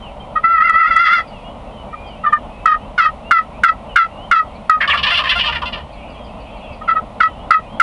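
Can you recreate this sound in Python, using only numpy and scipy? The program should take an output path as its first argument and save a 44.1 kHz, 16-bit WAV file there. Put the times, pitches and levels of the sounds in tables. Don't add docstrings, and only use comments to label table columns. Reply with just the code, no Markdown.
import sys
import numpy as np
from scipy import signal
from scipy.fft import rfft, irfft, next_fast_len
from scipy.io import wavfile
from scipy.ndimage import uniform_filter1d, map_coordinates

SR = 44100
rng = np.random.default_rng(int(sys.argv[2]) if len(sys.argv) > 2 else 0)


def transcribe(u):
    v = np.clip(np.atleast_2d(u).T, -1, 1)
    q = np.round(v * 32767).astype(np.int16)
    wavfile.write(sys.argv[1], SR, q)


N = 344862


def amp(db):
    return 10 ** (np.asarray(db) / 20)


def unit(x):
    return x / np.sqrt(np.mean(x ** 2) + 1e-20)


def along(points, hz):
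    f, v = np.transpose(points)
    return np.interp(np.log(hz + 1), np.log(f + 1), v)


def curves(rows, t):
    s, *columns = np.transpose(rows)
    return [np.interp(t, s, column) for column in columns]


def span(rows):
    return np.arange(rows[0][0], rows[-1][0], 1 / SR)


def add(track, s, x):
    start = int(np.clip(s * SR, 0, N))
    track[start:start + len(x)] += x[:N - start]


def wobble(rate, size):
    knots = rng.standard_normal(int(size * rate / SR) + 4)
    return map_coordinates(knots, [np.arange(size) * rate / SR])


def coloured(x, points):
    m = next_fast_len(len(x) + 8192)
    gain = amp(along(points, np.fft.rfftfreq(m, 1 / SR)))
    return irfft(rfft(x, m) * gain, m)[:len(x)]


def level(x, seconds):
    window = max(int(seconds * SR), 2)
    return np.sqrt(np.abs(uniform_filter1d(x * x, window)) + 1e-12)


def gate(t, length, attack, release):
    ramp = np.clip(np.minimum(t / attack, 1 + (length - t) / release), 0, 1)
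    return np.sin(np.pi / 2 * ramp) ** 2


def glide(u, notes_hz):
    return np.polyval(np.polyfit([0, .5, 1], notes_hz, 2), u)


def syrinx(pitch, rough, jitter, flutter, air):
    size = len(pitch)
    phase = 2 * np.pi * np.cumsum(pitch * (1 + jitter * rough * wobble(500, size))) / SR
    pulses = unit(sum(np.cos(k * phase) for k in range(1, 17)))
    breath = (1 + np.cos(phase)) * rng.standard_normal(size)
    return pulses * (1 + flutter * rough * wobble(600, size)) + air * rough * breath


def expanded(db):
    return db + 1.134 * np.logaddexp(0, (db + 21.0) / 2)


# hz, gain_db
HEN_RESONANCES = [(400, -82), (680, -62.5), (1000, -7.5), (1280, 7.5), (1450, -3), (1700, 1), (1980, -7),
                  (2250, -18), (2650, -20), (3400, -28), (4100, -34.5), (4750, -36), (5900, -49.5),
                  (6700, -54.5), (11000, -77)]
# time_s, pitch_hz, level_db (before expansion)
WHINE_PATH = [(0.43, 671, -30), (0.444, 654, -9), (0.488, 686, -13.5), (0.55, 659.4, -8.5),
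              (0.602, 628, -12.5), (0.614, 640, -5), (0.632, 681.4, -6.5), (0.662, 680, -4.5),
              (0.688, 640, -14.5), (0.698, 661, -4.5), (0.71, 658, -20.5), (0.748, 645.6, -9),
              (0.796, 677.2, -6), (0.844, 643, -4), (0.88, 702, -8.5), (0.898, 685.2, -23.5),
              (0.912, 676, -7), (0.956, 667, -18.5), (0.966, 659, -6), (1.01, 684.6, -4.5),
              (1.118, 674.7, -7.5), (1.138, 698, 0), (1.206, 662, -17), (1.222, 650, -41)]
# centre_s, half_width_s, added_roughness (0-1)
WHINE_RASPS = [(.612, .015, 0.38), (0.884, .02, 0.28), (1.08, 0.014, 0.62), (1.122, .014, .35),
               (1.191, .015, 0.21)]
# hz, gain_db
BEAK_RESONANCES = [(1500, -2), (2000, 5.5), (2650, 0), (3400, 2.5), (4080, -3.5), (4750, 4.5), (5400, -0.5),
                   (8000, -2.5)]
BRIGHT_DB, BRIGHTEN_DB_PER_S, STRAIN_DB, STRAIN_S = -34.5, 7.5, 6, 0.93


def whine():
    t, out = span(WHINE_PATH), np.zeros(N)
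    size = len(t)
    pitch, level_db = curves(WHINE_PATH, t)
    rasp = sum(amount * np.exp(-((t - s) / width) ** 2) for s, width, amount in WHINE_RASPS)
    strain = np.clip((t - STRAIN_S) / 0.084 + .5, 0, 1)
    rough = 0.11 + .06 * strain + rasp
    bright_db = BRIGHT_DB + BRIGHTEN_DB_PER_S * (t - t[0]) + STRAIN_DB * strain + 5 * rasp
    wavering_pitch = pitch * (1 + 0.013 * wobble(200, size))
    source = syrinx(wavering_pitch, rough, jitter=0.053, flutter=0.43, air=0.25)
    voice = coloured(coloured(source, HEN_RESONANCES), BEAK_RESONANCES)
    upper = coloured(voice, [(2600, -47.0), (3100, 0)])
    frayed = unit(upper * (1 + 0.14 * wobble(410, size)) * amp(1.5 * wobble(42, size)))
    voice = unit(voice - upper) + amp(bright_db) * frayed
    quaver = amp(3.4 * rough * wobble(92, size))
    envelope = gate(t - t[0], t[-1] - t[0] - .014, 0.0063, .014)
    add(out, t[0], voice * quaver * envelope * amp(expanded(level_db) - 5.5))
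    return out


# start_s, length_s, start_hz (before the quick bend), level_db (before expansion)
CLUCK_CALLS = [(0.352, 0.023, 636, -15), (1.925, 0.0094, 625, -21), (2.232, 0.013, 632, -18.5),
               (2.253, 0.025, 604, -17), (2.321, 0.025, 603, -11), (2.655, 0.084, 620.4, -10),
               (2.977, 0.093, 686, -9.5), (3.308, 0.085, 694.5, -8), (3.633, 0.064, 689.6, -7.5),
               (3.957, 0.072, 696.3, -6.5), (4.311, 0.093, 684, -7.5), (4.694, 0.06, 632.5, -8.5),
               (6.807, 0.017, 638, -28.5), (6.874, 0.045, 673, -14), (6.948, 0.029, 643, -17.5),
               (7.201, 0.061, 663, -9), (7.505, 0.06, 669, -7.5), (7.797, 0.13, 678, -7)]
REST_HZ, RELAX_S = 629, .09
DROOP_HZ_PER_S = 430
BEND, BEND_S = 0.074, 0.0099
BURST_S, BURST_DB = 0.02, 0.5
DULLING_DB_PER_S = 39.5
CLUCK_ROUGH, CLUCK_WAVER_DB = .2, 2.6


def clucks():
    out = np.zeros(N)
    for s, length, start_hz, level_db in CLUCK_CALLS:
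        t = np.arange(int((length + 0.055) * SR)) / SR
        hard = np.clip((length - .04) / 0.018, 0, 1)
        burst = hard * np.exp(-t / BURST_S)
        pitch = REST_HZ + (start_hz - REST_HZ) * np.exp(-t / RELAX_S)
        pitch -= DROOP_HZ_PER_S * np.maximum(t - 0.57 * length, 0)
        pitch *= 1 + BEND * hard * np.exp(-t / BEND_S) + 0.015 * wobble(119.7, len(t))
        source = syrinx(pitch, CLUCK_ROUGH + .3 * burst, jitter=0.07, flutter=0.3, air=0.55)
        voice = unit(coloured(source, HEN_RESONANCES))
        upper_shape = [(1500, -25), (1950, -7.5), (2700, -6.5), (4100, -2.5), (4800, 0.5), (7000, 2.5)]
        upper = coloured(voice, upper_shape)
        tension_db = 0.068 * (start_hz - 665) + 7 * (hard - .6) + 3 * burst - DULLING_DB_PER_S * t
        voice += (amp(tension_db) - 1) * upper
        rise = np.clip(t / (.004 + 0.0087 * (1 - hard)), 0, 1) ** 2
        waver_db = CLUCK_WAVER_DB * (1 - burst) * wobble(92, len(t))
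        decay_db = -5 * t / length - 2300 * np.maximum(t - 0.95 * length, 0)
        fall = amp(BURST_DB * burst + decay_db + waver_db)
        add(out, s, voice * rise * fall * amp(expanded(level_db) + 4.5 - 3.92 * hard))
    return out


ATTACK_S, RELEASE_S, SAG_DB = 0.011, 0.014, 2.5
LINGER_DB, LINGER_S = -9.5, 0.015


def syllable(t, length):
    push = gate(t, length - RELEASE_S / 2, ATTACK_S, RELEASE_S)
    push = push * amp(-SAG_DB * np.clip(t / length, 0, 1))
    tail = gate(t, length + LINGER_S / 3, ATTACK_S, LINGER_S)
    return np.maximum(push, amp(LINGER_DB) * tail)


# hz, gain_db
TOM_LOW_RESONANCE = [(300, -30), (560, -22), (750, -10), (1050, -1.5), (1380, -7), (1700, -29),
                     (2600, -47.5)]
TOM_MIDDLE_RESONANCE = [(900, -41), (1400, -14.5), (1750, 9), (2100, -2), (2600, -12.5), (4000, -61)]
TOM_HIGH_RESONANCE = [(1400, -54), (2250, -10), (2800, 4), (3200, 5.5), (3800, -6), (4700, -9.5),
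                      (5600, -22.5), (6800, -44), (8500, -40), (10700, -34), (12000, -68)]
# start_s, length_s, low_db, middle_db, high_db (drive before the ceiling)
GOBBLE_SYLLABLES = [(4.802, .046, -26, -10.5, -22.5), (4.873, .05, -16, -19.5, -16),
                    (4.925, 0.0435, -16.5, -24, -23), (4.97, 0.027, -21, -29, -15),
                    (5.027, 0.073, -21, -21, -13), (5.098, .068, -19.5, -23.5, -14.5),
                    (5.171, 0.044, -18.5, -24, -13.5), (5.233, .054, -22.5, -22, -15.5),
                    (5.289, .052, -24, -18, -14.5), (5.349, .072, -25.5, -27, -18),
                    (5.433, .072, -23, -27, -19.5), (5.52, 0.0192, -29, -26, -20),
                    (5.547, 0.0305, -26.5, -25, -22.5), (5.614, 0.024, -21.5, -31, -25),
                    (5.652, .05, -28, -39, -30.5), (5.721, 0.0443, -31, -33.5, -28),
                    (5.773, 0.04, -38.5, -40, -36)]
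# start_s (the rise begins 5.1 ms before), length_s
CLEAR_FLIPS = [(4.948, .024), (5.113, 0.037), (5.171, .018), (5.298, .016), (5.352, 0.039), (5.538, .022),
               (5.657, 0.0433)]
HARSH_HZ, CLEAR_HZ = 600.3, 694
SECOND_TOM_HZ, SECOND_SAG_HZ_PER_S = 563.5, 75
RATTLE_DB, SHAKE_DB = 2.5, 4
SWOOP_DB = 4
GOBBLE_CEILING_DB = -11.5


def gobble():
    t = np.arange(GOBBLE_SYLLABLES[0][0], GOBBLE_SYLLABLES[-1][0] + .2, 1 / SR)
    size, out = len(t), np.zeros(N)
    starts, lengths, *_ = np.transpose(GOBBLE_SYLLABLES)
    current = np.searchsorted(starts, t, side="right") - 1
    progress = np.clip((t - starts[current]) / lengths[current], 0, 1)
    progress = uniform_filter1d(progress, size=300)
    flips = sum(gate(t - s + 0.0051, length, .01, 0.0085) for s, length in CLEAR_FLIPS)
    clear = np.clip(flips, 0, 1)
    rough = .62 - .5 * clear
    pitch = HARSH_HZ + (CLEAR_HZ - HARSH_HZ) * clear
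    pitch = pitch * (1 + 0.05 * rough * wobble(130, size))
    low_pitch = SECOND_TOM_HZ - SECOND_SAG_HZ_PER_S * (t - t[0]) - 45 * (progress - .5)
    low_pitch = low_pitch * (1 + 0.039 * wobble(55, size))
    lead = syrinx(pitch, rough, jitter=0.05, flutter=.7, air=0.45)
    second = syrinx(low_pitch, .35, jitter=.05, flutter=.8, air=0.2)
    rattle_db = RATTLE_DB * rough * wobble(140, size)
    for k, throat in enumerate((TOM_LOW_RESONANCE, TOM_MIDDLE_RESONANCE, TOM_HIGH_RESONANCE)):
        push = sum(syllable(t - s, length) * amp(dbs[k]) for s, length, *dbs in GOBBLE_SYLLABLES)
        balance = (0.27 + 1.44 * rough) * amp(4.7 * wobble(33.97, size))
        band = coloured(lead + balance * second, throat)
        upper_side = coloured(band, [(2750, -21), (3050, 4)])
        band = band + upper_side * (amp(-1 - SWOOP_DB * progress) - 1)
        shake_db = SHAKE_DB * wobble(55.09, size)
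        add(out, t[0], band / level(band, 0.018) * push * amp(rattle_db + shake_db))
    out += yaps()
    return out / (1 + (level(out, .002) / amp(GOBBLE_CEILING_DB)) ** 4) ** (1 / 4)


# start_s, length_s, start_hz, middle_hz, end_hz (resonance),
# level_db (before the ceiling)
YAP_CALLS = [(4.802, 0.058, 1514, 1920, 1100, -15), (4.895, 0.053, 3260, 2600, 1300, -7)]


def yaps():
    out = np.zeros(N)
    for s, length, *notes_hz, db in YAP_CALLS:
        t = np.arange(int(length * SR)) / SR
        rate = 480 * (1 + 0.082 * wobble(295, len(t)))
        pulse_scatter = .4 * wobble(500, len(t))
        cycle = np.cumsum(rate) / SR % 1
        decay = np.sin(np.pi * cycle) * np.exp(-1.2 * cycle)
        ring = decay * np.sin(2 * np.pi * glide(t / length, notes_hz) * cycle / rate)
        envelope = gate(t, length - RELEASE_S, .012, RELEASE_S)
        add(out, s, unit(ring * (1 + pulse_scatter)) * envelope * amp(db))
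    return out


DRUM_S, DRUM_LENGTH_S, DRUM_FADE_S, DRUM_DB = 4.77, 1.12, 0.069, -36


def drum():
    t, out = np.arange(int(DRUM_LENGTH_S * SR)) / SR, np.zeros(N)
    phase = 2 * np.pi * np.cumsum(71 * (1 + 0.14 * wobble(41, len(t)))) / SR
    throb = unit(np.sin(phase) + .3 * np.sin(2 * phase) + 0.12 * np.sin(3 * phase))
    envelope = gate(t, DRUM_LENGTH_S - DRUM_FADE_S, DRUM_FADE_S, DRUM_FADE_S)
    add(out, DRUM_S, throb * envelope * amp(DRUM_DB + 3.9 * wobble(25, len(t))))
    return out


ARCH_HZ = 89


def slur(length, start_hz, end_hz, db):
    u = np.linspace(0, 1, int(length * SR))
    pitch = glide(u, [start_hz, (start_hz + end_hz) / 2 + ARCH_HZ, end_hz])
    pitch = pitch * (1 + 0.011 * wobble(150, len(u)))
    return amp(db) * np.sin(np.pi * u) * np.sin(2 * np.pi * np.cumsum(pitch) / SR)


# start_s, length_s, start_hz, end_hz, level_db (peak)
SONGBIRD_SLURS = [(0, 0.11, 3190, 2510, -37.5), (0.195, 0.035, 3050, 3040, -36),
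                  (1.289, .12, 3020, 2410, -41.5), (1.414, .13, 2640, 3000, -41),
                  (1.765, 0.069, 2980, 2807, -40), (1.851, 0.29, 2230, 2427, -42),
                  (2.03, 0.14, 3300, 2650, -40), (2.454, 0.31, 2440, 2595, -47),
                  (3.23, 0.103, 2640, 2770, -38), (3.887, 0.056, 3070, 2660, -36),
                  (3.513, .1, 2080, 2570, -46.5), (4.15, .13, 2630, 3149, -38.5),
                  (6.06, 0.075, 3030, 2610, -53), (6.322, 0.075, 2300, 2770, -60),
                  (6.612, .16, 2766, 2480, -42), (7.679, 0.11, 2960, 3300, -45)]
CHIP_STARTS = [1.268, 2.06, 4.542, 5.914, 6.089, 6.241, 6.395, 6.56, 6.72]
CHIP_HZ, CHIP_S, CHIP_DB = 4460, .045, -50.5


def songbirds():
    out = np.zeros(N)
    for s, length, start_hz, end_hz, db in SONGBIRD_SLURS:
        add(out, s, slur(length, start_hz, end_hz, db))
    for s, vary in zip(CHIP_STARTS, rng.standard_normal(len(CHIP_STARTS))):
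        hz = CHIP_HZ * (1 + 0.042 * vary)
        chip = slur(CHIP_S, 1.06 * hz, .94 * hz, CHIP_DB)
        add(out, s, chip * wobble(600, len(chip)))
    # start s, end s, number of slurs
    for start, end, count in [(0, 7.8, 80), (5.85, 6.85, 48)]:
        for when, length, high, bend, loud in rng.random(size=(count, 5)):
            hz, sweep = 2150 + 1100 * high, 0.25 * (bend - .55)
            note = slur(0.047 + 0.1 * length, hz * (1 - sweep), hz * (1 + sweep), -53 + 7 * loud)
            add(out, start + when * (end - start), note)
    return out


def nearby(x, t60):
    t, out = np.arange(SR // 10) / SR, np.zeros(N)
    for s in np.arange(0, N / SR + .5, .5):
        tail = rng.standard_normal(len(t)) * amp(-60 * t / t60) * (t > .007)
        share = np.clip(1 - 2 * np.abs(np.arange(N) / SR - s), 0, 1)
        heard = np.flatnonzero(share)
        scattered = signal.fftconvolve((x * share)[heard], tail / np.linalg.norm(tail))
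        add(out, heard[0] / SR, scattered)
    return out


# hz, t60_s
TREE_DECAY = [(500, 0.16), (2500, 0.38), (8000, 0.66)]


def trees(x):
    hz, t, z = signal.stft(rng.standard_normal(SR // 2), SR, nperseg=256)
    decay = amp(-60 * t / along(TREE_DECAY, hz)[:, None])
    tail = signal.istft(z * decay, SR, nperseg=256)[1]
    return signal.fftconvolve(x, tail / np.linalg.norm(tail))[:N]


# hz, relative_db (per Hz)
RUMBLE_SPECTRUM = [(13, -31), (22, -1.5), (49, 2), (98, -8.5), (173, -9), (208, -4), (383, -19.5),
                   (444, -14), (543, -9.5), (596, -5), (630, -6.5), (1020, -12), (1470, -26), (1640, -35),
                   (1800, -49.5), (2340, -63), (3960, -120)]
# hz, relative_db (per Hz)
HISS_SPECTRUM = [(1200, -25), (1900, 0.5), (2900, 0), (3700, -6.5), (5000, -17), (7000, -21), (10700, -20),
                 (11400, -52.5)]


def background():
    rumble = unit(coloured(rng.standard_normal(N), RUMBLE_SPECTRUM)) * amp(-32.5 + 1.3 * wobble(20, N))
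    hiss = unit(coloured(rng.standard_normal(N), HISS_SPECTRUM)) * amp(-50.5 + 0.25 * wobble(12.0, N))
    return coloured(rumble, [(20, -5.5), (45, 0)]) + hiss


def scene():
    hen, toms, far = whine() + clucks(), gobble(), songbirds()
    scatter = amp(1.5) * nearby(hen, t60=0.065) + amp(-6.5) * nearby(toms, t60=0.13)
    echo = trees(amp(-31) * hen + amp(-39) * toms + amp(-4.5) * far)
    return (hen + toms + scatter + drum() + far + echo + background())[None]


def follower(x, seconds):
    keep = np.exp(-1 / (seconds * SR))
    return signal.lfilter([1 - keep], [1, -keep], np.abs(x))


TOP_HZ = 16500


def record(dry):
    slow = follower(dry[0], 0.0077) / amp(-12.5)
    fast = follower(dry[0], .002) / amp(-6.5)
    ducked = dry[0] / (1 + np.maximum(slow, fast) ** 4) ** (1 / 4)
    clipped = np.clip(ducked, -1, 1)
    return coloured(clipped, [(10500, 0), (11800, -11), (TOP_HZ, -14), (TOP_HZ + 300, -120)])[None]


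dry = scene()
out = record(dry)
transcribe(out)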